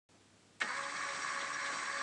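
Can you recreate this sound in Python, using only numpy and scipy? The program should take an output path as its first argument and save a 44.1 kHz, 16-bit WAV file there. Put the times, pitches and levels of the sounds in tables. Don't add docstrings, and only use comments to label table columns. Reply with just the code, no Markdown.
import sys
import numpy as np
from scipy import signal
from scipy.fft import rfft, irfft
from scipy.io import wavfile

SR = 44100
rng = np.random.default_rng(int(sys.argv[2]) if len(sys.argv) > 2 else 0)


def persist_wave(psi):
    counts = np.round(np.clip(psi, -1, 1) * 32767).astype(np.int16)
    wavfile.write(sys.argv[1], SR, np.atleast_2d(counts).T)


N = 89126
TIME = np.arange(N) / SR

SWITCH_S, START_S, SPIN_UP_S = 0.6018, 0.62, 0.065
WHINE_START_S, WHINE_RISE_S = 0.678, 0.023


def from_db(db):
    return 10 ** (np.asarray(db) / 20)


def rms_one(x):
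    return x / np.sqrt(np.mean(x ** 2) + 1e-20)


def in_time(rows):
    return np.interp(TIME, *np.transpose(rows))


def fade_in(start, length):
    return np.clip((TIME - start) / length, 0, 1)


def drift(rate):
    step = 40
    warm_up = 2000
    r = np.exp(-2 * np.pi * rate * step / SR)
    draws = rng.standard_normal(N // step + warm_up + 2)
    slow = signal.lfilter([1], [1, -2 * r, r * r], draws)[warm_up:]
    return np.interp(np.arange(N) / step, np.arange(len(slow)), rms_one(slow))


def noise(colour):
    hz, db = np.transpose(colour)
    bins_hz = np.fft.rfftfreq(N, 1 / SR)
    gain = from_db(np.interp(np.log(bins_hz + 1), np.log(hz), db))
    spectrum = rfft(rng.standard_normal(N))
    return rms_one(irfft(spectrum * gain, N))


def dying(start, t60):
    return (TIME >= start) * from_db(-60 * np.maximum(TIME - start, 0) / t60)


def swells(rows, width):
    return sum(from_db(db) * np.exp(-((TIME - s) / width) ** 2) for s, db in rows)


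def clicks(times, db):
    out = np.zeros(N)
    at = np.clip((times * SR).astype(int), 0, N - 1)
    np.add.at(out, at, from_db(db))
    return out


def ring(hits, modes):
    out = 0
    for k, (hz, db, t60) in enumerate(modes):
        r = np.exp(-np.log(1000) / (t60 * SR))
        w = 2 * np.pi * hz / SR
        mode = signal.lfilter([.5, 0, -.5], [1, -2 * r * np.cos(w), r * r], hits + 1e-18)
        out = out + (-1) ** k * from_db(db) * mode
    return out


GARAGE_T60_S = 0.22


def garage(x, wet_db):
    first_echo_s = 0.0044
    tail = rng.standard_normal(N) * dying(first_echo_s, GARAGE_T60_S)
    reflections = signal.fftconvolve(x, tail / np.linalg.norm(tail))[:N]
    return x + from_db(wet_db) * reflections


def low_pass(x, hz):
    return signal.sosfilt(signal.ellip(10, .3, 70, hz, fs=SR, output="sos"), x)


LOW_CUT_HZ = 200


def low_cut(x):
    return signal.sosfilt(signal.butter(4, LOW_CUT_HZ, "high", fs=SR, output="sos"), x)


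# pitch_hz [Hz], relative level_db [dB]
AIR_COLOUR = [(30, -27), (65, -21.5), (130, -12), (252, -11.5), (400, -13.5), (603, -18.5), (1870, -23.5),
              (8500, -28), (11000, -43)]
AIR_RMS_DB, HUM_HZ, HUM_RMS_DB = -65.5, 99.6, -76


def background():
    air = from_db(AIR_RMS_DB) * noise(AIR_COLOUR)
    hum = from_db(HUM_RMS_DB) * rms_one(np.sin(2 * np.pi * HUM_HZ * TIME))
    return air + hum


# start_s [s], level_db [dB]
BUMPS = [(0.14, -64.5), (0.62, -44.5), (0.638, -48.5), (1.422, -47.5), (1.725, -49)]
# pitch_hz [Hz], relative level_db [dB]
BUMP_COLOUR = [(70, -41), (140, 3), (300, -5.5), (600, -1), (2000, -23.5), (8000, -51)]
BUMP_T60_S = 0.16


def bumps():
    blows = sum(from_db(db) * dying(s, BUMP_T60_S) for s, db in BUMPS)
    return noise(BUMP_COLOUR) * blows


# pitch_hz [Hz], relative level_db [dB]
SWITCH_COLOUR = [(60, -41), (300, -12), (1500, 8), (4000, 4), (6000, 2.5), (8000, 4), (9500, 7)]
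SWITCH_DB, SWITCH_T60_S = -39.5, 0.18
# start_s [s], level_db [dB]
KNOCKS = [(0.606, -39), (0.6132, -30), (0.6154, -28.5), (0.6214, -38.5), (0.6274, -37.5), (0.637, -51),
          (0.645, -40), (0.685, -41)]
# pitch_hz [Hz], relative level_db [dB]
CRACK_COLOUR = [(60, -51), (250, -24), (1100, -0.5), (1600, 4), (2200, 0), (2800, -2), (4000, -6),
                (8500, -22.5)]
CRACK_DB, CRACK_T60_S = -6, 0.056
# pitch_hz [Hz], relative level_db [dB], t60_s [s]
COUPLING_MODES = [(410, -28, 0.13), (853, -24.5, 0.24), (1223, -17, 0.25), (1505, -6.5, 0.073),
                  (1736, -1.5, 0.037), (1865, -10, 0.25), (2070, -9.5, .1), (2175, -2, 0.03),
                  (3640, -18, 0.06)]
KNOCK_ROOM_DB = -21.5


def switch_on():
    tick = from_db(SWITCH_DB) * noise(SWITCH_COLOUR) * dying(SWITCH_S, SWITCH_T60_S)
    blows = sum(from_db(db + CRACK_DB) * dying(s, CRACK_T60_S) for s, db in KNOCKS)
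    crack = noise(CRACK_COLOUR) * blows
    ringing = ring(clicks(*np.transpose(KNOCKS)), COUPLING_MODES)
    return garage(tick + crack + ringing, KNOCK_ROOM_DB)


# pitch_hz [Hz], width_hz [Hz], level_db [dB against the hiss]
CASE_RESONANCES = [(4003, 41, -15), (4560, 12, -13.5), (5660, 40, -13.5)]


def motor_case(hiss):
    out = hiss
    for hz, width_hz, db in CASE_RESONANCES:
        r = np.exp(-np.pi * width_hz / SR)
        w = 2 * np.pi * hz / SR
        rubbing = rng.standard_normal(N)
        singing = signal.lfilter([1, 0, -1], [1, -2 * r * np.cos(w), r * r], rubbing)
        out = out + from_db(db) * rms_one(singing)
    return out


# pitch_hz [Hz], relative level_db [dB per Hz]
RUB_COLOUR = [(60, -42), (130, -1), (450, 1), (1050, 6.5), (1400, 11.5), (2250, -7), (2500, 5.5),
              (2900, -3.5), (3100, 1), (4000, -6), (5100, -1.5), (6200, -1.5), (7100, 0.5), (7450, -3.5),
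              (8150, 4), (8700, -10)]
RUB_DB, RUB_RISE_S = -46, 0.033
RUB_PER_TURN, RUB_WOBBLE_DB, RUB_WOBBLE_HZ = 0.026, 1.12, 2.7


def brushes(turns):
    wobble_db = RUB_WOBBLE_DB * drift(RUB_WOBBLE_HZ)
    pulse = 1 + RUB_PER_TURN * np.cos(2 * np.pi * turns)
    level = from_db(RUB_DB + wobble_db) * pulse
    return motor_case(noise(RUB_COLOUR)) * level * fade_in(SWITCH_S, RUB_RISE_S)


# pitch_hz [Hz], relative level_db [dB per Hz]
RASP_COLOUR = [(1200, -41), (1800, -2), (2200, 8), (2550, -8), (2900, -17), (3500, -1.5), (4100, -6.5),
               (5800, -8), (6600, -19)]
RASP_DB, RASP_GRAIN_DB, RASP_GRAIN_HZ = -46.5, 0.5, 296
RASP_AT_S, RASP_SHARPNESS, IDLER_RATIO = 1.413, 1.3, 4.5
# start_s (centre of burst) [s], level_db [dB]
SCRAPES = [(0.843, -51), (1.1, -52), (1.16, -54.5), (1.42, -48), (1.67, -50)]
# pitch_hz [Hz], relative level_db [dB]
SCRAPE_COLOUR = [(1000, -10), (2300, 0), (4000, 7), (5000, -11), (6000, -27)]
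# start_s (centre of burst) [s], level_db [dB]
SQUEAKS = [(0.98, -58), (1.232, -51.5), (1.298, -53), (1.55, -45.5), (1.62, -50), (1.872, -49.5)]
# pitch_hz [Hz], relative level_db [dB]
SQUEAK_COLOUR = [(5350, -40), (5590, -3), (5680, 0), (6000, -40)]
SCRAPE_WIDTH_S, SQUEAK_WIDTH_S = 0.025, 0.016


def idler(turns):
    angle = 2 * np.pi * (turns - np.interp(RASP_AT_S, TIME, turns)) / IDLER_RATIO
    contact = np.exp(RASP_SHARPNESS * (np.cos(angle) - 1))
    rasp = from_db(RASP_DB) * noise(RASP_COLOUR) * contact * fade_in(WHINE_START_S, SPIN_UP_S)
    scrapes = noise(SCRAPE_COLOUR) * swells(SCRAPES, SCRAPE_WIDTH_S)
    squeaks = noise(SQUEAK_COLOUR) * swells(SQUEAKS, SQUEAK_WIDTH_S)
    grain = rms_one(from_db(RASP_GRAIN_DB * drift(RASP_GRAIN_HZ)))
    return grain * (rasp + scrapes) + squeaks


# pitch_hz [Hz], relative level_db [dB], t60_s [s]
HOUSING_MODES = [(1018.4, -10, 0.056), (1198, 0, 0.017), (1480, -9, 0.058), (1631, 1.5, 0.026),
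                 (1737, 1, 0.024), (1822, -3.5, 0.051), (1980, 2, 0.012), (2232, -3, 0.021),
                 (4180, -7.5, 0.0082)]
# start_s [s], level_db [dB before the trim]
RATTLE_COURSE = [(0.66, -38.5), (0.785, -41), (0.85, -43.5), (0.94, -45), (1.02, -39.5), (1.19, -45),
                 (1.32, -39.5), (1.45, -41.5), (1.49, -45.5), (1.61, -38), (1.73, -40.5), (1.765, -47.5),
                 (1.8, -40.5), (2.02, -40.5)]
RATTLE_TRIM_DB, RATTLE_ROOM_DB, RATTLE_PER_TURN = -2.5, -16.5, 0.078
TEETH, TOOTH_UNEVEN_DB, TOOTH_CHANCE_DB, TOOTH_JITTER_S = 16, 1, 2.5, 0.00025


def rattle(turns):
    times = TIME[1:][np.diff(np.floor(turns * TEETH)) > 0]
    strike = np.arange(len(times))
    own_db = TOOTH_UNEVEN_DB * rng.standard_normal(TEETH)
    jitter = TOOTH_JITTER_S * rng.standard_normal(len(times))
    chance_db = TOOTH_CHANCE_DB * np.clip(rng.standard_normal(len(times)), -2, 2)
    hits = clicks(times + jitter, own_db[strike % TEETH] + chance_db)
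    hits = hits * (1 + RATTLE_PER_TURN * np.cos(2 * np.pi * turns))
    ringing = rms_one(garage(ring(hits, HOUSING_MODES), RATTLE_ROOM_DB))
    level = from_db(RATTLE_TRIM_DB + in_time(RATTLE_COURSE))
    return ringing * level * fade_in(START_S, SPIN_UP_S)


SLOW_GEAR_HZ, HEAVIEST_S = 3.5, 1.125


def load(lag):
    return np.cos(2 * np.pi * SLOW_GEAR_HZ * (TIME - lag - HEAVIEST_S))


def tone(cycles, flutter, flutter_hz):
    steady = np.sqrt(2 - 2 * flutter ** 2)
    waver = steady + flutter * (drift(flutter_hz) + 1j * drift(flutter_hz))
    return np.real(waver * np.exp(2j * np.pi * (cycles + rng.random())))


# multiple [of shaft speed], level_db [rms dB before trim, swell and surge],
# swell_db [dB, with the load], lag_s [s], flutter [share 0-1]
DRONE = [(4.05, -66, 4.5, .08, .4), (7.92, -56.5, 6, 0, .25), (12.03, -61.5, 3.5, 0, .3)]
DRONE_TRIM_DB, DRONE_FLUTTER_HZ = -.5, 17.5
# multiple [of shaft speed], level_db [rms dB before trim, beat and surge],
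# flutter [share 0-1], beat [depth 0-1, once per shaft turn]
GEAR_TONES = [(15, -58, .5, .6), (15.78, -53.5, .4, .9), (16, -48.5, .3, .95), (16.72, -54.5, .45, .7),
              (22.95, -55.5, .5, .3), (24.24, -54, .45, 0), (30.25, -58, .3, 0), (32.6, -58.5, .3, 0)]
WHINE_TRIM_DB, FLUTTER_HZ = -1.94, 27.7
SURGE_DB, SURGE_S = 6.5, 0.047


def whine(turns):
    hum = 0
    for multiple, db, swell_db, lag, flutter in DRONE:
        level = from_db(DRONE_TRIM_DB + db + swell_db * load(lag))
        hum = hum + level * tone(multiple * turns, flutter, DRONE_FLUTTER_HZ)
    gears = 0
    for multiple, db, flutter, beat in GEAR_TONES:
        beating = 1 + beat * np.cos(2 * np.pi * turns)
        gears = gears + from_db(WHINE_TRIM_DB + db) * beating * tone(multiple * turns, flutter, FLUTTER_HZ)
    surge_db = SURGE_DB * np.exp(-np.maximum(TIME - WHINE_START_S, 0) / SURGE_S)
    return from_db(surge_db) * (hum + gears) * fade_in(WHINE_START_S, WHINE_RISE_S)


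# start_s [s], speed [turns per second]
SHAFT_SPEED = [(0.613, 35), (0.672, 63.3), (0.73, 64.3), (0.76, 69), (0.79, 70.2), (0.92, 70.55),
               (2.02, 70.55)]
LOAD_SAG = 0.0043
MESH_S = 1.405


def scene():
    speed = in_time(SHAFT_SPEED) * (1 - LOAD_SAG * load(0))
    turns = np.cumsum(speed) / SR
    turns = turns - np.interp(MESH_S, TIME, turns)
    rubbing = brushes(turns) * speed / speed.max()
    running = whine(turns) + rattle(turns) + idler(turns) + rubbing
    struck = low_cut(switch_on() + bumps())
    return (running + struck + background())[None]


OPEN_S, TOP_HZ, CUTOFF_HZ = 0.0895, 8900, 10900
HISS_DB = -74.5


def record(dry):
    heard = low_pass(dry, TOP_HZ) + from_db(HISS_DB) * rng.standard_normal(N)
    return low_pass(heard * (TIME >= OPEN_S), CUTOFF_HZ)


dry = scene()
out = record(dry)
persist_wave(out)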